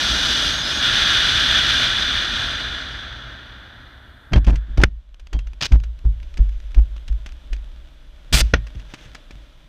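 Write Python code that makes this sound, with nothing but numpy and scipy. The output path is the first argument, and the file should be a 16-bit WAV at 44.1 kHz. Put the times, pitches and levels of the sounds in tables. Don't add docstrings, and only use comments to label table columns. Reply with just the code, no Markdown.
import sys
import numpy as np
from scipy import signal
from scipy.fft import rfft, irfft, next_fast_len
from scipy.io import wavfile
from scipy.ndimage import uniform_filter1d

SR = 44100
rng = np.random.default_rng(int(sys.argv[2]) if len(sys.argv) > 2 else 0)


def generate_wav(signal):
    frames = np.transpose(np.atleast_2d(signal))
    scaled = np.clip(frames, -1, 1) * 32767
    pcm = np.round(scaled).astype(np.int16)
    wavfile.write(sys.argv[1], SR, pcm)


N = 426888
TIME = np.arange(N) / SR
SHORT = TIME[:SR]

# (time [s], strength [dB])
AIRFLOW_CURVE = [(0.0, -20), (0.46, -20), (0.62, -26), (0.71, -22.5), (0.79, -24), (0.85, -17.5),
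                 (0.91, -19), (0.98, -17), (1.24, -18), (1.83, -18.5), (1.91, -21), (2.19, -23),
                 (2.29, -25), (2.4, -24), (3.18, -40.5), (4.24, -58), (4.28, -58.5)]
# (level in the swoop [dB], slope [dB per dB of airflow],
# lift in slanting air [dB])
AIR_BANDS = [(-34, 0.545, 2), (-23.5, 0.75, -2), (-18.5, 1.0, -1.4), (-28.5, 1.18, 4)]
AIR_BAND_EDGES = [110, 1100, 2200, 4700, 20000]
# (frequency [Hz], half width [Hz], lift [dB])
CASE_RESONANCES = [(630, 43, 3.5), (1378, 65, 3.5), (1594, 232, 13), (2420, 92.0, 5), (2923, 74.0, 8),
                   (3444, 280, 15.5), (4046, 65, 7), (4850, 60, 5.5), (5600, 130, 5), (6150, 230.0, 8.5),
                   (7460.0, 170.0, 3.0)]
# (time [s], length [s], start pitch [Hz], end pitch [Hz], level [dB])
EDGE_WHISTLES = [(.51, .13, 6400, 6500, -39), (.605, .13, 5050, 5090, -33), (.72, .10, 6350, 6640, -39.5)]
# (time [s], boom level [dB], push length [s], skid length [s])
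FOOTFALLS = [(4.323, -11.5, 0.012, 0.02), (4.358, -4.5, 0.0032, 0.027), (4.473, -4, 0.0042, .035),
             (4.528, -14, 0.018, 0.022), (4.778, -5, 0.012, 0.053), (5.334, -10.5, 0.0058, 0.037),
             (5.719, -.5, 0.0081, 0.042), (6.05, -6, 0.006, 0.009), (6.391, -3, 0.0092, 0.0078),
             (6.763, -0.5, 0.014, 0.036), (7.096, -10, 0.015, 0.012), (7.503, -14, 0.022, 0.011)]
# (time [s], boom level [dB], push length [s],
# ring length [factor], thud level [dB])
HELMET_JOLTS = [(4.689, -18.5, .015, 1, -38.5), (4.838, -14, .0025, .3, -22),
                (5.62, -36, 0.0033, 0.79, -36), (8.331, -5.5, 0.005, 0.55, -20.5),
                (8.405, -5.5, 0.0076, 0.75, -24), (8.538, -15, 0.0026, 0.9, -21),
                (8.758, -29, 0.0031, 1.2, -34), (9.054, -39, 0.0097, 0.95, -42.5),
                (9.327, -33, .01, 1.23, -46)]
# (frequency [Hz], relative level [dB], base t60 [s])
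HELMET_MODES = [(33, -6, 0.26), (50.9, 4.5, 0.45), (57.07, -10.5, 0.93), (77, -19, 0.07), (109, -9.5, 0.42),
                (168, -10.5, 0.2), (234, -5.5, 0.14)]
# (time [s], level [dB], tilt [dB/octave], contact [s], relative tail [dB],
# shell ring pitch [Hz], ring level [dB], ring t60 [s], after-ring level [dB])
SHELL_KNOCKS = [(4.8358, -7, 0.3, 0.0032, -28, 1430, -11, 0.024, -65.5),
                (8.537, -10.5, -0.5, 0.0047, -8, 1870, -6.5, 0.029, -53)]
# (time [s], level [dB], ring length [factor])
HARNESS_STRIKES = [(4.335, -20.5, 0.24), (5.333, -43.5, 0.83)]
# (frequency [Hz], relative level [dB], base t60 [s])
HARNESS_MODES = [(3208, 0, .33), (4560, -6, .17), (5820, -14, .12)]
# (time [s], length [s], level [dB], sheen above 7 kHz [dB],
# catches [1/s])
CLOTH_STROKES = [(5.608, 0.007, -22.5, -20, 1200), (5.622, 0.013, -19.5, -17.5, 4800),
                 (5.638, 0.0053, -25.5, -24, 890), (5.645, 0.021, -24, -14, 1300),
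                 (8.326, 0.0257, -14.5, -3, 4500), (8.352, 0.06, -18.5, 0.5, 8400),
                 (8.402, .014, -18, -17, 5000)]
# (time [s], level [dB])
GEAR_TICKS = [(4.334, -20.5), (4.359, -19.5), (4.446, -41), (4.468, -37.5), (4.503, -39), (4.558, -38.5),
              (4.775, -34), (4.817, -33.5), (5.197, -52), (5.331, -36.5), (5.391, -41.5), (5.471, -48.5),
              (5.721, -31), (5.837, -45), (6.229, -51), (6.373, -40), (6.746, -41), (6.79, -50.5),
              (6.965, -48), (7.08, -42.5), (7.262, -39.5), (7.531, -37), (8.669, -44.5), (8.751, -48),
              (8.797, -49), (8.939, -34.5), (9.149, -38), (9.309, -42)]
# (centre time [s], half width [s], level [dB])
SWELLS = [(4.51, 0.025, -58), (6.499, 0.22, -59.5), (8.48, 0.042, -49.5), (8.79, .025, -57),
          (8.91, 0.03, -53), (9.03, 0.045, -49)]
# (time [s], base level [dB])
BREEZE_CURVE = [(4.72, -55.5), (4.92, -67.5), (5.2, -67.5), (5.45, -62), (6.1, -60), (6.55, -59.5),
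                (7.4, -56.5), (8.1, -59), (9.1, -54), (9.6, -59)]

# (frequency [Hz], relative density [dB])
RUSH_SPECTRUM = [(100.0, -6), (280.0, -2.5), (420.0, -11.5), (1050.0, -7.5), (1400.0, -7), (2100.0, -3),
                 (4400.0, -5.5), (6300.0, -22), (7000.0, -28), (10500.0, -34.5), (15000.0, -47)]
# (frequency [Hz], relative density [dB])
BUFFET_SPECTRUM = [(11, -32.5), (18, -11.5), (54, 3.5), (67, 3), (92, -7.5), (124, -2), (160, -29.5),
                   (210, -43), (350, -120)]
# (frequency [Hz], relative density [dB])
SWAY_SPECTRUM = [(11, -25.5), (18, -5.5), (27, -0.5), (43, -5), (63, -10), (86, -39.5), (114, -40),
                 (200, -43), (260, -77), (440, -120)]
# (frequency [Hz], relative density [dB])
THUD_SPECTRUM = [(20, 1), (35, -6), (70, 3), (130, -5.5), (190, -13.5), (300, -21), (500, -36.5),
                 (1000, -51.5), (3000, -77)]
# (frequency [Hz], relative density [dB])
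KNOCK_SPECTRUM = [(120, 8.5), (300, 2), (600, 1), (900, -5), (1500, -2.5), (2700, -5), (3600, -14.5),
                  (6200, -16), (7500, -42.5), (15000, -58)]
# (frequency [Hz], relative density [dB])
SCRAPE_SPECTRUM = [(200, -6), (700, -6), (1600, -7.5), (2500, 1), (3500, -6), (4700, 1), (6400, -8.5),
                   (8200, -4), (11000, -14), (15000, -17)]
# (frequency [Hz], relative density [dB])
GEAR_SPECTRUM = [(200, 1), (700, -6.5), (1400, -4), (2700, 0), (3500, -6.5), (6300, -10.5), (7200, -17),
                 (14000, -32)]
# (frequency [Hz], relative density [dB])
SCUFF_SPECTRUM = [(100, -2), (190, 5.5), (240, 1.5), (330, 1), (450, -8.5), (750, -8.5), (950, -11),
                  (1150, -17.5), (2000, -20.5), (3500, -28.5), (6000, -34), (7500, -50), (15000, -62.5)]
# (frequency [Hz], relative density [dB])
BREEZE_SPECTRUM = [(60, -13.5), (120, 14.5), (190, 4), (300, 6), (420, -3.5), (520, -1), (590, 4.5),
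                   (700, -3.5), (1000, -4), (1700, -8.5), (2200, -6), (3600, -7.5), (6500, -19.5),
                   (15000, -34)]

SWOOP_DB = -17.5
TURN_END_S, ROLL_OUT_S = .81, .06
BUFFET_DB, BUFFET_SLOPE = -31.5, 0.39
TOUCHDOWN_S, RUN_START_S, RUN_END_S = 4.32, 5.1, 7.6
THUD_DB, THUD_FALL_DB_PER_S = -10.5, 8
SCUFF_DB, SCUFF_FALL_DB_PER_S, SCUFF_LEAD_S = -17.5, 9, .003
RING_AT_FULL, RING_PER_DB = 0.75, 0.0057
HEAVY_TICK_DB, TICK_DULLING = -33, 0.39
AFTER_RING_HZ, AFTER_RING_T60_S = 1850, .8
JIGGLE_PER_S, JIGGLE_DB, JIGGLE_SPREAD_DB, JIGGLE_T60_S = 6.8, -52, 3, 0.015


def slipstream():
    flow_db = airflow_db()
    slant = np.clip((TURN_END_S - TIME) / ROLL_OUT_S + .5, 0, 1)
    air = colour(rng.standard_normal(N), RUSH_SPECTRUM, case=1.0)
    rush = np.zeros(N)
    for lo, hi, (db, slope, slant_db) in zip(AIR_BAND_EDGES, AIR_BAND_EDGES[1:], AIR_BANDS):
        rush += unit(band(air, lo, hi)) * undb(db + slope * flow_db + slant_db * slant)
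    eddies_db = 0.23 * walk(25) + .6 * walk(160)
    return rush * undb(eddies_db) * np.interp(TIME, [4.3, 4.77, 4.87], [1, .6, 0])


def buffeting():
    airborne_db = BUFFET_DB + BUFFET_SLOPE * airflow_db()
    sway_db = np.interp(TIME, [5.1, 6.6, 7.9, 9.68], [-38.5, -30, -38, -46.5])
    eddies = unit(colour(rng.standard_normal(N), BUFFET_SPECTRUM)) * undb(airborne_db + 1.3 * walk(22))
    sway = unit(colour(rng.standard_normal(N), SWAY_SPECTRUM)) * undb(sway_db + 1.5 * walk(9))
    landed = np.clip((TIME - TOUCHDOWN_S) / .5, 0, 1)
    return (1 - landed) * eddies + landed * sway


def footfalls_and_jolts():
    out = np.zeros(N)
    steps = []
    for s, db, push_s, _ in FOOTFALLS:
        thud_db = db + THUD_DB - THUD_FALL_DB_PER_S * (s - TOUCHDOWN_S)
        steps.append((s, db, push_s, RING_AT_FULL - RING_PER_DB * db, thud_db))
    for s, db, push_s, ring, thud_db in steps + HELMET_JOLTS:
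        push = bell(SHORT - .02, push_s / 2, 0.28 * push_s)
        jostle = unit(band(rng.standard_normal(SR), 25, 130)) * fade(0.39)
        jostle *= np.clip((SHORT - .03) / .02, 0, 1)
        modes = sum(mode(hz * (1 + 0.027 * rng.standard_normal()), mode_db, t60 * ring)
                    for hz, mode_db, t60 in HELMET_MODES)
        modes *= 1 - np.exp(-SHORT / (0.0066 * ring))
        boom = signal.fftconvolve(push + 6 * push_s * jostle, modes)[:SR]
        add(out, s - .02, burst(boom, db, length=0.022 * ring))
        thud = rng.standard_normal(SR) * fade(0.19) * (1 - np.exp(-SHORT / 0.0071)) ** 2
        add(out, s - .014, burst(colour(thud, THUD_SPECTRUM), thud_db, length=0.07))
    return out


def knocks():
    out = np.zeros(N)
    for s, db, tilt_db, contact_s, tail_db, ring_hz, ring_db, ring_t60, after_db in SHELL_KNOCKS:
        contact = stroke(contact_s, rise_s=0.00041, release_s=0.0018)
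        blow = rng.standard_normal(SR) * (contact + undb(tail_db) * fade(0.094))
        add(out, s, burst(colour(blow, KNOCK_SPECTRUM, case=0.28, tilt_db=tilt_db), db))
        add(out, s + 0.001095, mode(ring_hz, ring_db, ring_t60))
        add(out, s, mode(AFTER_RING_HZ, after_db, AFTER_RING_T60_S))
    return out


def scrapes():
    out = np.zeros(N)
    for s, length, db, sheen_db, catches_per_s in CLOTH_STROKES:
        drag = stroke(length, rise_s=.0015, release_s=.002) + undb(-24) * fade(0.33)
        slips = crackle(catches_per_s, SR) + 0.11 * rng.standard_normal(SR)
        spectrum = [(hz, level + sheen_db * (hz > 7000)) for hz, level in SCRAPE_SPECTRUM]
        add(out, s, burst(colour(slips * drag, spectrum, case=0.44), db, length=length))
    return out


def scuffs():
    out = np.zeros(N)
    for s, boom_db, _, skid_s in FOOTFALLS:
        db = boom_db + SCUFF_DB - SCUFF_FALL_DB_PER_S * (s - TOUCHDOWN_S)
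        skid = stroke(skid_s, rise_s=0.0041, release_s=0.0049)
        blades = crackle(900, SR) + 0.03 * rng.standard_normal(SR)
        scuff = colour(blades * skid, SCUFF_SPECTRUM, case=0.21)
        add(out, s - SCUFF_LEAD_S, burst(scuff, db, length=skid_s))
    return out


def ticks():
    out, n = np.zeros(N), SR // 10
    for s, db in GEAR_TICKS:
        tilt_db = -TICK_DULLING * max(db - HEAVY_TICK_DB, 0)
        contact = rng.standard_normal(n) * (fade(.010) * np.minimum(SHORT / 0.002, 1))[:n]
        rebound_s = rng.uniform(0.0023, 0.006)
        rebound = .5 * rng.standard_normal(n) * fade(0.008)[:n]
        add(contact, rebound_s, rebound[:n // 2])
        rattle = band(rng.standard_normal(n), 230, 9200) * undb(-14) * fade(0.071)[:n]
        tick = colour(contact + rattle, GEAR_SPECTRUM, case=0.11, tilt_db=tilt_db)
        add(out, s - .001, burst(tick, db))
    return out


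def clinks():
    out = np.zeros(N)
    for s, db, ring in HARNESS_STRIKES:
        add(out, s, sum(mode(hz, db + mode_db, t60 * ring) for hz, mode_db, t60 in HARNESS_MODES))
    return out


def whistles():
    out = np.zeros(N)
    for s, length, start_hz, end_hz, db in EDGE_WHISTLES:
        n = int(length * SR)
        hz = np.linspace(start_hz, end_hz, n) * (1 + 0.009 * walk(600)[:n])
        tone = np.sqrt(2) * np.sin(2 * np.pi * np.cumsum(hz) / SR)
        add(out, s, undb(db) * tone * signal.windows.tukey(n, .5))
    return out


def jiggle():
    out = np.zeros(N)
    contact = fade(JIGGLE_T60_S)[:SR // 20]
    for k, (lag, size) in enumerate(rng.random((80, 2))):
        s = RUN_START_S + (k + lag) / JIGGLE_PER_S
        if s < RUN_END_S:
            tick = colour(rng.standard_normal(len(contact)) * contact, GEAR_SPECTRUM, case=.24)
            add(out, s, burst(tick, JIGGLE_DB + JIGGLE_SPREAD_DB * (2 * size - 1)))
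    return out


def swishes():
    swell = sum(undb(db) * bell(TIME, s, width) for s, width, db in SWELLS)
    rustle = unit(colour(rng.standard_normal(N), GEAR_SPECTRUM, case=0.38))
    return swell * rustle * undb(1.4 * walk(90))


def breeze():
    crinkles = crackle(45, N)
    air = colour(rng.standard_normal(N) + 10 * crinkles, BREEZE_SPECTRUM, case=0.44)
    air /= np.std(band(air, 1200, 4500))
    hiss_db = np.interp(TIME, [3, 4.3, 4.9, 6.5], [-75.5, -73.5, -93.5, -79.5])
    hiss = unit(band(rng.standard_normal(N), 5000, 15000)) * undb(hiss_db)
    air_db = curve(BREEZE_CURVE) - 1 + 0.59 * walk(22)
    return air * undb(air_db) * np.interp(TIME, [4.5, 4.87], [0, 1]) + hiss


def airflow_db():
    return curve(AIRFLOW_CURVE) - SWOOP_DB


def undb(db):
    return 10 ** (np.asarray(db) / 20)


def unit(x):
    return x / np.sqrt(np.mean(x ** 2))


def curve(table):
    return np.interp(TIME, *np.transpose(table))


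def bell(x, centre, width):
    return np.exp(-.5 * ((x - centre) / width) ** 2)


def fade(t60):
    return np.exp(-np.log(1000) * SHORT / t60)


def mode(hz, db, t60):
    return undb(db) * fade(t60) * np.sin(2 * np.pi * hz * SHORT)


def stroke(length, rise_s, release_s):
    return np.minimum(SHORT / rise_s, 1) * np.exp(-np.maximum(SHORT - length, 0) / release_s)


def crackle(per_s, n):
    return (rng.random(n) < per_s / SR) * rng.standard_normal(n)


def walk(rate):
    k = int(SR / rate)
    held = np.repeat(rng.standard_normal(N // k + 1), k)
    return unit(uniform_filter1d(uniform_filter1d(held, k), k)[:N])


def band(x, lo_hz, hi_hz):
    sos = signal.butter(4, [lo_hz, min(hi_hz, SR / 2 - 1)], "band", fs=SR, output="sos")
    return signal.sosfiltfilt(sos, x)


def colour(x, spectrum, case=0., tilt_db=0.):
    size = next_fast_len(len(x) // 2 + 1) * 2
    f = np.maximum(np.arange(size // 2 + 1) * SR / size, 1)
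    hz, db = np.transpose(spectrum)
    db = np.interp(np.log(f), np.log(hz), db) + tilt_db * np.log2(np.maximum(f, 500) / 2000)
    db += case * sum(lift * bell(f, centre, width) for centre, width, lift in CASE_RESONANCES)
    cepstrum = irfft(np.log(undb(db)))
    cepstrum[1:size // 2] *= 2
    cepstrum[size // 2 + 1:] = 0
    return irfft(rfft(x, size) * np.exp(rfft(cepstrum)))[:len(x)]


def burst(x, db, length=.015):
    return x * undb(db) * np.sqrt(length * SR / np.sum(x ** 2))


def add(out, s, x):
    i = int(s * SR)
    out[i:i + len(x)] += x[:N - i]


def scene():
    air = slipstream() + buffeting() + whistles() + breeze()
    landing = footfalls_and_jolts() + scuffs()
    gear = ticks() + jiggle() + knocks() + clinks()
    canopy = scrapes() + swishes()
    mono = air + landing + gear + canopy
    return np.array([mono, mono])


def record(dry):
    low_cut = signal.butter(2, 14, "high", fs=SR, output="sos")
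    top_cut = signal.ellip(10, .1, 80, 15300, fs=SR, output="sos")
    clipped = np.clip(signal.sosfilt(low_cut, dry), -1, 1)
    return signal.sosfilt(top_cut, clipped)


dry = scene()
out = record(dry)
generate_wav(out)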